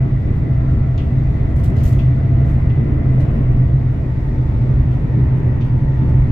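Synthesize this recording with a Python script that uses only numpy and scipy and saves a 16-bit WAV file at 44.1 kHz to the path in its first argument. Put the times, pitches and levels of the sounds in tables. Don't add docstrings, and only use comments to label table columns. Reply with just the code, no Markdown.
import sys
import numpy as np
from scipy import signal
from scipy.fft import rfft, irfft, next_fast_len
from scipy.io import wavfile
from scipy.ndimage import uniform_filter1d, map_coordinates

SR = 44100
rng = np.random.default_rng(int(sys.argv[2]) if len(sys.argv) > 2 else 0)


def volts(x):
    e = np.asarray(x, float) / 20
    return 10 ** e


def materialize(psi):
    bounded = np.clip(np.atleast_2d(psi).T, -1, 1)
    quanta = np.round(bounded * 32767).astype(np.int16)
    wavfile.write(sys.argv[1], SR, quanta)


N = 278271

# t/s, level/dB
ROUGHNESS = [(0, 0.5), (.2, -1), (.48, 0), (1, -1), (1.35, 0), (1.8, 2), (2.1, 0), (2.45, 1.5), (2.8, .5),
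             (3.3, 2.5), (3.67, -1), (4.25, -1.5), (4.7, 0.5), (5.1, 0), (5.5, 1), (5.87, -1.5),
             (6.12, 1.5), (6.31, 0.5)]


def unit(x):
    return x / np.sqrt(np.mean(x ** 2) + 1e-20)


def along(points, hz):
    f, v = np.transpose(points)
    return np.interp(np.log(hz + 1), np.log(f + 1), v)


def curves(rows):
    s, *cols = np.transpose(rows)
    return [np.interp(np.arange(N) / SR, s, c) for c in cols]


def wobble(rate_hz):
    return map_coordinates(rng.standard_normal(400), [np.arange(N) * np.clip(rate_hz, 0, 50) / SR])


def filtered(x, response):
    n = x.shape[-1]
    m = next_fast_len(n + 8192)
    return irfft(rfft(x, m) * response(np.fft.rfftfreq(m, 1 / SR)), m)[..., :n]


def resonance(hz, centre_hz, width_hz):
    return 1j * hz * width_hz / (centre_hz ** 2 - hz ** 2 + 1j * hz * width_hz)


def rush(gain, patchy_db):
    # f/Hz, correlation
    likeness = [(30, 1), (60, 0.97), (120, 1), (180, 0.95), (320, .74), (570, 0.28), (990, 0.02),
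                (3050, 0.064), (15000, .05)]
    z = signal.stft(rng.standard_normal((2, N)), nperseg=512)[2]
    field = uniform_filter1d(rng.standard_normal(z.shape[1:]), size=5, axis=0)
    field = uniform_filter1d(field, size=12, axis=1)
    pair = signal.istft(z * volts(patchy_db * unit(field)), nperseg=512)[1][:, :N]

    def mid_side_gain(hz):
        angle = np.arccos(np.clip(along(likeness, hz), -1, 1)) / 2
        return gain(hz) * [np.cos(angle), np.sin(angle)]

    mid, side = filtered(pair, mid_side_gain)
    return unit(np.array([mid + side, mid - side]))


def tone(hz, lead_rad, drift_hz, flutter_db):
    phase = 2 * np.pi * (np.cumsum(hz + drift_hz * wobble(7)) / SR + rng.random())
    flutter = volts(flutter_db * np.array([wobble(4), wobble(2.8)]))
    return np.sqrt(2) * flutter * np.sin(phase + np.array([[lead_rad / 2], [-lead_rad / 2]]))


def singing_rail():
    # t/s, centre f/Hz, level/dB
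    rail_band = [(0, 1990, -57), (1.2, 1980, -57), (2.2, 1940, -55), (3.2, 1925, -54.5), (4, 1915, -55.5),
                 (5, 1915, -53.5), (6.31, 1915, -54)]
    centre_hz, sing_db = curves(rail_band)
    top_hz, bottom_hz = centre_hz.max(), centre_hz.min()
    share = (centre_hz - bottom_hz) / (top_hz - bottom_hz + 1)
    high = rush(lambda hz: resonance(hz, top_hz, width_hz=90) ** 2, patchy_db=2.5)
    low = rush(lambda hz: resonance(hz, bottom_hz, width_hz=120) ** 2, patchy_db=2.5)
    return volts(sing_db + 1.3 * wobble(4.1)) * (np.sqrt(share) * high + np.sqrt(1 - share) * low)


def wheels():
    # f/Hz, level/dB per Hz
    rumble_spectrum = [(8, -57.5), (18, -0.5), (30, -4.5), (42, 0), (52, -1), (62, 3.5), (76, 2),
                       (96, -0.5), (118, -1.5), (146, -4.5), (160, -13), (185, -17.5), (240, -43.5),
                       (440, -120)]
    body_spectrum = [(82, -34), (140, -5), (156, -8), (187, -14.5), (232, -11.5), (258, -15), (306, -14.5),
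                     (343, -20), (380, -20), (437, -24.5), (615, -30), (662, -39), (800, -46.5),
                     (1040, -68), (1760, -120)]
    roar_spectrum = [(350, -26.5), (600, -6.5), (689, -6.5), (768, -9.5), (907, -13), (1050, -13),
                     (1300, -15), (1690, -19.5), (1900, -15.5), (2150, -18.5), (3400, -34.5), (4420, -61.5),
                     (7480, -120)]
    rough_db, = curves(ROUGHNESS)
    rumble_db = -16.5 + 1.1 * rough_db + 0.6 * wobble(3)
    body_db = -24.5 + 1.1 * rough_db + 0.4 * wobble(1.7)
    roar_db = -40 + 0.96 * rough_db + 0.33 * wobble(14)
    rumble = volts(rumble_db) * rush(lambda hz: volts(along(rumble_spectrum, hz)), patchy_db=0.72)
    body = volts(body_db) * rush(lambda hz: volts(along(body_spectrum, hz)), patchy_db=1.46)
    roar = volts(roar_db) * rush(lambda hz: volts(along(roar_spectrum, hz)), patchy_db=0.8)
    return rumble + body + roar + singing_rail()


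def floor_hum():
    # t/s, level/dB
    plate_swing = [(0, 3), (.3, -2), (.55, 1), (1, -3), (1.4, 0), (1.8, -1), (2.45, 2.5), (2.8, 0.5),
                   (3.15, 2), (3.7, 1), (4.2, -0.5), (4.5, -0.5), (5.1, -0.5), (5.6, 2), (6.31, -0.5)]
    rough_db, = curves(ROUGHNESS)
    swing_db, = curves(plate_swing)
    boom = rush(lambda hz: resonance(hz, centre_hz=125.66, width_hz=26) ** 2, patchy_db=-1.5)
    second = rush(lambda hz: resonance(hz, centre_hz=229.3, width_hz=21) ** 2, patchy_db=0.0)
    line = tone(np.full(N, 126.74), lead_rad=0.05, drift_hz=0.1, flutter_db=0.4)
    first = volts(swing_db) * (volts(-19) * line + volts(-22.5) * boom)
    return first + volts(-36 + 0.9 * rough_db) * second


def drive_stage(carrier, stage, partials):
    carrier_hz, = curves(carrier)
    load_db, uneven_db = curves(stage)
    out = 0
    for multiple, offset_hz, db, lead_rad in partials:
        level_db = db + (uneven_db if multiple > 1 or offset_hz > 0 else load_db)
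        partial = tone(multiple * carrier_hz + offset_hz, lead_rad, drift_hz=1.7 * multiple, flutter_db=2.5)
        out = out + volts(level_db) * partial
    return out


def drive():
    # t/s, f/Hz
    low_carrier = [(0, 670.5), (2.4, 675), (4, 675.5)]
    high_carrier = [(4, 886), (6.31, 887)]
    # t/s, load level/dB, unevenness level/dB
    low_stage = [(0, -39, -58.5), (.25, -59.5, -60.5), (.5, -42.5, -57), (1.15, -47, -59),
                 (2.45, -40.5, -57), (2.7, -54, -56.5), (3.2, -47.5, -55), (3.4, -47, -66.5),
                 (4.1, -46, -63.5)]
    high_stage = [(4, -55, -58), (4.4, -47, -62.5), (4.8, -50, -62), (4.95, -55.5, -56.5),
                  (5.3, -48, -53.5), (5.65, -52, -54.5), (6.1, -44.5, -52), (6.31, -55.5, -56)]
    # carrier multiple, sideband offset/Hz, level/dB, left lead/rad
    low_partials = [(1, 0, -3, 1.3), (1, -12, -5, .3), (1, 88, -1, .5), (2, 0, 3, 2.2), (3, 0, 1, 1.5),
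                    (3, -12, -4, .4)]
    high_partials = [(1, 0, -1, 1), (1, -12, -6, .5), (1, -92, -8, 2.5), (1, 93, -1, .5), (2, 0, -3, 2)]
    switch_s, handover_s = 4.05, 0.052
    after = np.clip((np.arange(N) / SR - switch_s) / handover_s, 0, 1)
    low = drive_stage(low_carrier, low_stage, low_partials)
    high = drive_stage(high_carrier, high_stage, high_partials)
    return (1 - after) * low + after * high


def fan():
    # f/Hz, level/dB
    fan_lines = [(893, -65), (1852, -63), (285, -43), (1930, -66)]
    return sum(volts(db) * tone(np.full(N, hz), lead_rad=0.22, drift_hz=1.3, flutter_db=2.5)
               for hz, db in fan_lines)


def air():
    # f/Hz, level/dB per Hz
    hiss_spectrum = [(1500, -62), (2900, -11.5), (3550, 2.5), (4200, -2.5), (5800, -8), (7400, -12.5),
                     (9300, -19), (15500, -21)]
    level_db = -61.0 + 0.6 * wobble(6) + 0.61 * wobble(1.1)
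    return volts(level_db) * rush(lambda hz: volts(along(hiss_spectrum, hz)), patchy_db=0.9)


def bag():
    # t/s, level/dB, rise/s, tilt/(dB per octave)
    crinkles = [(.335, -64.5, .015, -2), (.709, -64.5, 0.0011, 8), (1.001, -68.5, .02, 6),
                (1.181, -69.5, 0.011, 2.5), (1.419, -70, .016, -3), (1.504, -63.5, .0034, -5),
                (1.561, -53, 0.003, 1.5), (1.585, -50, .0033, -7.5), (1.636, -44.5, .0012, -1.5),
                (1.755, -48.5, .012, -6), (1.777, -56, .034, -7.5), (1.828, -42, .006, 0),
                (1.862, -46.5, .005, 0), (1.888, -53, .005, 0), (1.926, -50.5, .002, -2),
                (1.985, -59.5, 0.0044, 1.5), (2.445, -58, .018, -3), (2.59, -68.5, .007, 4.5),
                (3.03, -65.5, .04, 0), (3.2, -52.5, .0018, -6), (3.29, -67.5, .03, 1),
                (3.9, -69.5, .012, 6), (4.2, -69, .008, 3), (4.875, -64, .022, -0.5),
                (5.355, -65, 0.0092, 2), (5.44, -68, .008, 3.5), (5.61, -65, .018, 0.5),
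                (5.785, -67, .005, -5.5), (6.061, -60.5, .025, -7)]
    # f/Hz, level/dB per Hz
    film_spectrum = [(500, -50), (1800, -6), (2800, 3), (4500, 1), (6000, 1), (8000, -2), (9500, -3),
                     (11500, 0), (13500, -2), (16000, -3)]
    out, t = np.zeros((2, N + SR)), np.arange(SR // 2) / SR
    knots_hz = np.linspace(0, SR / 2, 25)
    for s, db, rise_s, tilt_db in crinkles:
        clumps = unit(uniform_filter1d(rng.standard_normal(len(t)), size=60))
        snaps = rng.standard_normal((2, len(t))) * volts(3 * clumps)
        fold_db = 1.7 * rng.standard_normal(size=25)

        def colour(hz):
            tilted_db = along(film_spectrum, hz) + tilt_db * np.log2((hz + 1) / 8000)
            return volts(tilted_db + np.interp(hz, knots_hz, fold_db))

        hold_s, t60_s = 3.1 * rise_s, max(0.26 + 6 * rise_s, 0.02)
        decay = volts(-60 * np.maximum(t - hold_s, 0) / t60_s)
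        swell = (1 - np.exp(-t / max(rise_s, 1e-4))) * decay
        out[:, round(s * SR):][:, :len(t)] += volts(db) * swell * unit(filtered(snaps, colour))
    return out[:, :N] * volts([[-0.4], [0.4]])


def film_snaps():
    # t/s, peak level/dB
    snap_events = [
        (0.3386, -55.5),
        (0.7088, -59.5),
        (1.504, -56),
        (1.5617, -47.5),
        (1.6362, -42.5),
        (1.926, -40),
        (3.2037, -51),
        (5.7844, -59),
        (6.0945, -53),
        (6.1618, -55.5),
    ]
    out, t = np.zeros((2, N + SR)), np.arange(SR // 10) / SR
    for s, db in snap_events:
        burst = rng.standard_normal((2, len(t))) * volts(-60 * t / 0.03)
        snap = filtered(burst, lambda hz: resonance(hz, centre_hz=6800, width_hz=7000) ** 2)
        out[:, round(s * SR):][:, :len(t)] += volts(db - 0.5) * snap
    return out[:, :N]


def panel():
    # t/s, peak level/dB, snap level/dB, t60/s, upper modes level/dB
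    ticks = [
        (0.9782, -33, -13.5, 0.25, 1),
        (1.9898, -33, -17, 0.19, 0.5),
        (2.697, -39, -20, 0.18, -1.5),
        (4.9088, -44.5, -19, 0.3, 2),
        (5.608, -38.5, -22, 0.26, 2),
    ]
    # f/Hz, width/Hz, level/dB
    modes = [(2680, 700, 2), (3430, 700, -4.5), (4500, 810, -14), (5960, 1100, -21)]
    out, t = np.zeros((2, N + SR)), np.arange(SR // 2) / SR
    for s, db, snap_db, t60_s, upper_db in ticks:

        def mode_sum(hz):
            return sum((-1) ** k * volts(mode_db + k * upper_db) * resonance(hz, centre_hz, width_hz) ** 2
                       for k, (centre_hz, width_hz, mode_db) in enumerate(modes))

        decay = volts(-60 * t / t60_s) + volts(-13.0 - 60 * t / 0.7)
        shake = rng.standard_normal((2, len(t))) * (1 - np.exp(-t / 0.0004)) * decay
        ring = filtered(shake, mode_sum) * volts([[1.8], [-1.8]])
        burst = rng.standard_normal(len(t)) * volts(-60 * t / 0.018)
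        snap = filtered(burst, lambda hz: resonance(hz, centre_hz=4800, width_hz=4000) ** 3)
        out[:, round(s * SR):][:, :len(t)] += volts(db + 2) * (ring + volts(snap_db + 8.5) * snap)
    return out[:, :N]


def scene():
    carriage = wheels() + floor_hum() + drive() + fan() + air()
    return carriage + bag() + film_snaps() + panel()


def top_cut(x):
    return signal.sosfilt(signal.butter(12, 15725, fs=SR, output="sos"), x)


def record(dry):
    # f/Hz, level/dB
    port_lean = [(30, 0), (160, -.4), (280, 1.4), (500, 1), (1000, 0), (2000, 2.2), (4000, .6), (8000, -.6),
                 (12000, -2.2)]
    fade_in_s, ceiling = 0.008, 0.9
    opened = dry * np.minimum(np.arange(N) / SR / fade_in_s, 1)
    ports = filtered(opened, lambda hz: volts(along(port_lean, hz) * [[0.5], [-0.5]]))
    rounded = ports / (1 + np.abs(ports / ceiling) ** 6) ** (1 / 6)
    return top_cut(rounded)


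dry = scene()
out = record(dry)
materialize(out)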